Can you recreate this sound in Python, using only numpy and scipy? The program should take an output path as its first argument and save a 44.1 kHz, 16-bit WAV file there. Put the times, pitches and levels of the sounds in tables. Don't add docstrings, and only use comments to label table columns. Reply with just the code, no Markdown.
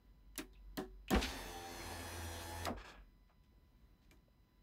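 import sys
import numpy as np
from scipy import signal
from scipy.fft import rfft, irfft, next_fast_len
from scipy.io import wavfile
from scipy.ndimage import uniform_filter1d, map_coordinates

SR = 44100
rng = np.random.default_rng(int(sys.argv[2]) if len(sys.argv) > 2 else 0)


def file_out(sig):
    cols = np.atleast_2d(sig).T
    lim = np.clip(cols, -1, 1)
    pcm = np.round(lim * 32767).astype(np.int16)
    wavfile.write(sys.argv[1], SR, pcm)


def attenuation_scalar(level_db):
    decades = np.asarray(level_db, float) / 20
    return 10 ** decades


N = 204121
TIME = np.arange(N) / SR


def unit(x):
    return x / np.sqrt(np.mean(x ** 2) + 1e-20)


def along(points, hz):
    f, v = np.transpose(points)
    return np.interp(np.log(hz + 1), np.log(f + 1), v)


def curves(rows):
    s, *cols = np.transpose(rows)
    return [np.interp(TIME, s, c) for c in cols]


def wobble(rate):
    knots = rng.standard_normal(int(N * rate / SR) + 4)
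    return map_coordinates(knots, [TIME * rate])


def filtered(x, response):
    m = next_fast_len(len(x) + 8192)
    spectrum = rfft(x, m) * response(np.fft.rfftfreq(m, 1 / SR))
    return irfft(spectrum, m)[:len(x)]


def resonances(modes):
    def response(f):
        return sum((-1) ** k * attenuation_scalar(db) * 1j * f * w / (c * c - f * f + 1j * f * w)
                   for k, (c, w, db) in enumerate(modes))
    return response


def noise(response, patchy_db=0):
    z = signal.stft(rng.standard_normal(N), nperseg=512)[2]
    field = uniform_filter1d(rng.standard_normal(z.shape), size=5, axis=0)
    field = uniform_filter1d(field, size=10, axis=1)
    patchy = signal.istft(z * attenuation_scalar(patchy_db * unit(field)), nperseg=512)[1][:N]
    return unit(filtered(patchy, response))


def swell(s, rise, t60, hold=0):
    t = np.maximum(TIME - s, 0)
    return (1 - np.exp(-(t / rise) ** 2)) * attenuation_scalar(-60 * np.maximum(t - hold, 0) / t60)


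# start_s, turns_per_s
ARMATURE_SPEED = [(1.32, 89.2), (1.56, 86.9), (1.75, 86.3), (1.85, 83.7), (1.945, 85.4), (2.04, 84.2),
                  (2.16, 84.8), (2.27, 83.1), (2.66, 85.4)]
# start_s, load_db
SEAL_DRAG = [(1.32, 0.5), (1.37, 0.5), (1.65, -2), (1.8, 0), (1.92, 0.5), (2.2, 0), (2.3, 0), (2.57, -1),
             (2.64, 0)]
# turn_multiple, glass_high_db, glass_low_db
SHAFT_ORDERS = [(2, -68, -75), (3, -60, -64), (4, -63, -64), (5, -62, -70), (6, -68, -63), (7, -68, -68),
                (8, -70, -64), (9, -59, -69), (10, -66, -61), (11, -71, -65), (13, -69, -69),
                (19, -74, -69), (21, -72, -67)]
# bar_rate_multiple, level_db
COMMUTATOR = [(2, -67), (3, -72), (4, -67), (5, -67), (6, -69), (7, -68.5), (9, -79), (10, -83),
              (12.5, -79), (13, -83)]
# pitch_hz, level_db_per_hz
DOOR_DRONE = [(65, -11), (110, 1), (129, -17.5), (248, -0.5), (393, -5), (508, -4), (559, -8), (855, -3.5),
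              (1200, -9.5), (1730, -12), (2000, -12.5), (2600, -41), (4400, -120)]
# pitch_hz, level_db_per_hz
SEAL_HISS = [(710, -32), (1200, -11), (1790, -6.5), (1970, -6), (3410, -8.5), (3840, -8.5), (4270, -10),
             (5530, -13), (6290, -9), (7470, -15), (11500, -14), (15700, -19)]


def motor():
    load_db, = curves(SEAL_DRAG)
    drone_db, hiss_db = -54 + 2.95 * load_db, -53.85 + load_db
    speed = curves(ARMATURE_SPEED)[0] * (1 + 0.0008 * wobble(40))
    turn = 2 * np.pi * np.cumsum(speed) / SR
    lowered = np.clip((TIME - 1.65) / 0.42, 0, 1)

    def order(k, db, flutter_db):
        phase = rng.uniform(0, 2 * np.pi)
        return attenuation_scalar(db + flutter_db * wobble(7.15)) * np.sin(k * turn + phase)

    gear = 0
    for k, high_db, low_db in SHAFT_ORDERS:
        level_db = high_db + (low_db - high_db) * lowered + 1.5
        gear = gear + order(k, level_db, 3) * attenuation_scalar(2.5 * wobble(30))
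    bars = 0
    for k, db in COMMUTATOR:
        bars = bars + order(10 * k, db + 1.5, 2.3)
        bars = bars + order(10 * k + 1, db - 10, 4) + order(10 * k - 1, db - 11, 4)
    tones = gear + attenuation_scalar(2 + 0.8 * load_db) * bars

    throb = attenuation_scalar(np.sin(turn))
    drone = attenuation_scalar(drone_db) * throb * noise(lambda f: attenuation_scalar(along(DOOR_DRONE, f)), patchy_db=1.0)
    seal_colour = lambda f: attenuation_scalar(along(SEAL_HISS, f))
    seals = throb * noise(seal_colour, patchy_db=3.5)
    grind = unit(filtered(rasp(turn), seal_colour))
    rails = resonances([(8550, 500, 0), (10500, 500, 1), (11300, 700, -1), (12200, 900, -4)])
    sizzle = unit(filtered(rasp(turn) + 0.5 * noise(np.ones_like, patchy_db=2.0), rails))
    hiss = attenuation_scalar(hiss_db) * (0.7 * seals + 0.44 * grind + 0.36 * lowered * sizzle)

    powered = np.clip((TIME - 1.104) / 0.05, 0, 1) * attenuation_scalar(-60 * np.maximum(TIME - 2.66, 0) / 0.1)
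    at_speed = np.clip((TIME - 1.2) / 0.076, 0, 1)
    loose_s = np.maximum(TIME - 1.82, 0)
    shake_db = -63 + 10.5 * np.minimum(loose_s / 0.046, 1) + 3.5 * loose_s
    shaking = at_speed * attenuation_scalar(-60 * np.maximum(TIME - 2.72, 0) / 0.28)
    return powered * (drone + hiss + at_speed * tones) + shaking * order(1, shake_db, 2.3)


def rasp(turn):
    bumps = rng.standard_normal((80, 360))
    degrees = turn / (2 * np.pi) % 1 * 360
    return map_coordinates(bumps, [TIME * 12, degrees], order=1, mode="grid-wrap")


# start_s, peak_db, door_thump_db, brightness_db_per_octave, own_ring_hz
RELAY_SNAPS = [
    (0.3778, -26, -16, 1.5, 10420),
    (0.7722, -30, -4, 0, 4120),
    (1.1046, -25.5, -3.5, -2.5, 3250),
    (2.6537, -26.5, -16.5, -5, 5020),
]
# start_s, peak_db, own_ring_hz
ARMATURE_LIFTS = [
    (0.3565, -47.5, 2910),
    (1.0811, -48.5, 2430),
]
# start_s, peak_db, own_ring_hz
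SMALL_TICKS = [
    (0.5321, -62, 3700),
    (3.4363, -71, 2010),
    (4.0187, -71, 3580),
    (4.0468, -69, 2480),
    (4.111, -50.5, 2260),
    (4.1709, -71, 3620),
]
# pitch_hz, width_hz, level_db
RELAY_HOUSING = [(1950, 400, -5), (3100, 500, -1), (4050, 450, -1), (5050, 450, -3), (6500, 900, -3),
                 (8050, 500, -5), (10550, 900, -10), (14000, 2200, -5)]
# pitch_hz, level_db, t60_s
DOOR_MODES = [(280, 1, 0.12), (375, -7, 0.32), (624, -5, 0.14), (752, -11.5, 0.1663), (1480, -16, 0.063)]
# pitch_hz, width_hz, level_db
DOOR_SKIN = [(208, 60, 4), (253.2, 24, 8.5), (314.7, 51, 6), (496, 440, -10.5), (592, 54, -14),
             (760, 96, -12), (1063, 300, -10), (1372, 110, -12.5), (1658, 230, -11), (1900, 120, -14),
             (2920, 870, -25.5)]


def contacts():
    out, t = np.zeros(N + SR), np.arange(SR // 2) / SR
    peak = lambda x: x / np.abs(x).max()
    hit = lambda envelope, response: filtered(envelope * rng.standard_normal(len(t)), response)
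    rows = [(s, db, thump, tilt, 0.06 - 0.0058 * thump, hz) for s, db, thump, tilt, hz in RELAY_SNAPS]
    rows += [(s, db, -26, -8, 0.12, hz) for s, db, hz in ARMATURE_LIFTS]
    rows += [(s, db, -12, -4.5, 0.14, hz) for s, db, hz in SMALL_TICKS]
    for s, db, thump_db, tilt_db, t60, hz in rows:
        tilt = lambda f: attenuation_scalar(tilt_db * np.log2(np.clip(f, 900, None) / 4000)) * f / (f + 1200)
        own = resonances([(hz, 0.039 * hz, 6)])
        snap = attenuation_scalar(-60 * t / 0.015)
        crack = hit(snap, lambda f: resonances(RELAY_HOUSING)(f) * tilt(f) + own(f))
        tail = attenuation_scalar(-12.5 - 60 * t / t60) * (1 - np.exp(-t / 0.00135))
        crack = crack + hit(tail, lambda f: 0.32 * tilt(f) + 0.2 * own(f))
        ring = 0
        for mode_hz, level_db, life_s in DOOR_MODES:
            decay = attenuation_scalar(level_db + rng.normal(0, 1.0) - 60 * t / life_s)
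            ring = ring + decay * np.sin(2 * np.pi * mode_hz * t + rng.uniform(0, 2 * np.pi))
        rattle = hit(attenuation_scalar(-60 * t / 0.16) * (1 - np.exp(-t / 0.01404)), resonances(DOOR_SKIN))
        thump = peak(rattle) + attenuation_scalar(-1.5) * ring * (1 - np.exp(-t / 0.01))
        out[round(s * SR):][:len(t)] += attenuation_scalar(db - 1) * peak(crack) + attenuation_scalar(db + thump_db + 2.5) * thump
    return out[:N]


# start_s, peak_db, pitch_hz, t60_s
PANEL_KNOCKS = [(1.104, -34, 326.7, 0.046), (1.117, -27.5, 210, 0.23), (1.124, -36, 760, 0.25),
                (1.12, -27.5, 283, 0.14), (1.139, -27.5, 256, 0.16), (1.145, -32.5, 524, 0.077),
                (1.148, -24, 60, 0.21), (1.159, -28.5, 760, 0.063), (1.23, -32.5, 253, 0.082),
                (1.264, -36, 65.4, 0.17), (2.665, -31.5, 685, 0.095), (2.666, -31, 976, 0.038),
                (2.68, -31.5, 767, 0.063), (2.697, -32.5, 238, 0.12), (2.731, -35, 387, 0.026),
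                (2.743, -42, 55.1, 0.13), (4.11, -57, 2356, 0.061), (4.12, -64.5, 330, .12),
                (4.281, -54, 569, 0.024)]


def knocks():
    out = 0
    for s, db, hz, t60 in PANEL_KNOCKS:
        envelope = swell(s, 0.0026 + 0.024 * t60, t60)
        out = out + attenuation_scalar(db) * envelope * np.sin(2 * np.pi * hz * (TIME - s))
    return out


# start_s, peak_db,
# t60_s, centre_hz
GRAINY_BURSTS = [(0.376, -41.5, 0.079, 5600), (.381, -42, 0.12, 2034), (.775, -33.5, 0.04, 1325),
                 (1.107, -43, 0.54, 487), (1.123, -39.5, 0.21, 1300), (1.14, -33, 0.084, 2070),
                 (1.144, -28.5, 0.075, 1210), (1.15, -35, 0.24, 527), (1.165, -47.5, 0.47, 2550),
                 (1.207, -41.5, 0.36, 2960), (1.221, -35, 0.12, 3060), (1.241, -34.5, 0.075, 2060),
                 (1.283, -47, 0.26, 3320), (2.66, -36.5, 0.14, 1070), (2.674, -41, 0.28, 503),
                 (3.27, -80.5, 0.28, 2480), (3.288, -69, 0.21, 883), (3.433, -78, .2, 2780),
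                 (4.018, -78, 0.34, 2800), (3.511, -75, .53, 350), (4.115, -71.5, 0.11, 1013)]
# start_s, peak_db, t60_s, centre_hz
NARROW_SQUEAKS = [
    (.534, -72.5, .2, 3650),
    (.55, -70, 0.18, 2660),
    (1.081, -43.5, 0.066, 2640),
    (4.118, -80.5, 0.16, 6270),
    (4.118, -79, 0.17, 12500),
]


def slips():
    rows = [(*row, 1.07, 0.0035) for row in GRAINY_BURSTS]
    rows += [(*row, 0.16, 0.0006) for row in NARROW_SQUEAKS]
    out = 0
    for s, db, t60, hz, width, rise in rows:
        band = resonances([(hz, 1.5 * width * hz, 0)])
        rub = noise(lambda f: band(f) ** 2 / (1 + (f / (3 * hz)) ** 2), patchy_db=1.0)
        grain = attenuation_scalar(2 * wobble(250))
        out = out + attenuation_scalar(db) * grain * swell(s, rise + 0.013 * t60, t60) * rub
    return out


# start_s, level_db, rise_s, hold_s, top_hz
SCUFF_STROKES = [
    (2.758, -57.5, .017, .042, 9000),
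    (2.838, -55.5, .007, .058, 16000),
    (2.925, -60, .012, .02, 3000),
]
# pitch_hz, width_hz, level_db
SCUFFED_SURFACE = [(497, 1300, -4), (1230, 520, -4), (1650, 170, 2), (2490, 680, -5), (3360, 910, -5),
                   (4400, 600, -10), (5140, 350, -7), (6700, 3200, -17.5), (12600, 2400, -28)]


def scuff():
    def body(f):
        return np.sqrt(sum(np.abs(resonances([(c, w, db / 2)])(f)) ** 4 for c, w, db in SCUFFED_SURFACE))

    out = 0
    for s, db, rise, hold, top_hz in SCUFF_STROKES:
        press = swell(s, rise, 0.24, hold=rise + hold)
        low = noise(lambda f: body(f) / (1 + (f / 2900) ** 8), patchy_db=1.5)
        high = noise(lambda f: body(f) / (1 + (2900 / (f + 1)) ** 8), patchy_db=0.5)
        high = filtered(high, lambda f: 1 / (1 + (f / top_hz) ** 4))
        out = out + attenuation_scalar(db) * (press * low + attenuation_scalar(-7.5) * press ** 1.5 * high)
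    return attenuation_scalar(wobble(90)) * out


# pitch_hz, level_db_per_hz
ROOM_FLOOR = [(12, -48), (20, -21), (45, 7), (100, -7), (211, -9), (339, -15.5), (461, -23), (983, -27.5),
              (2000, -32.5), (4000, -37), (6000, -42), (8500, -48.5), (11000, -45.5), (14500, -39)]
# middle_s, level_db, half_length_s
RUMBLE_SWELLS = [(0.073, -61, 0.057), (0.43, -58, 0.2), (.7, -55.5, 0.064), (0.944, -53, 0.11),
                 (1.205, -45, 0.086), (1.435, -51, 0.097), (1.9, -58.5, 0.26), (2.553, -61, 0.22),
                 (2.773, -51, .055), (3.003, -58.5, 0.065)]
# pitch_hz, level_db
ELECTRONIC_WHISTLE = [(1001, -89), (1997, -93), (2998, -100), (3994, -91.5), (4996, -96.5)]


def garage():
    floor = attenuation_scalar(-67 + 1.2 * wobble(3)) * noise(lambda f: attenuation_scalar(along(ROOM_FLOOR, f)), patchy_db=1)
    swells = attenuation_scalar(-75)
    for middle, db, half in RUMBLE_SWELLS:
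        swells = swells + attenuation_scalar(db) * np.exp(-((TIME - middle) / half) ** 2)
    hum = swells * np.sin(2 * np.pi * np.cumsum(46.5 + 1.2 * wobble(9.4)) / SR)
    whistle = 0
    for hz, db in ELECTRONIC_WHISTLE:
        whistle = whistle + attenuation_scalar(db + 2 + 1.5 * wobble(3)) * np.sin(2 * np.pi * hz * TIME)
    return floor + hum + whistle


def scene():
    return (motor() + contacts() + knocks() + slips() + scuff() + garage())[None]


def top_cut(x):
    return signal.sosfilt(signal.butter(12, 16500, fs=SR, output="sos"), x)


def record(dry):
    limited = filtered(dry[0], lambda f: attenuation_scalar(-25 * np.clip((f - 15650) / 350, 0, 1)))[None]
    return top_cut(limited)


dry = scene()
out = record(dry)
file_out(out)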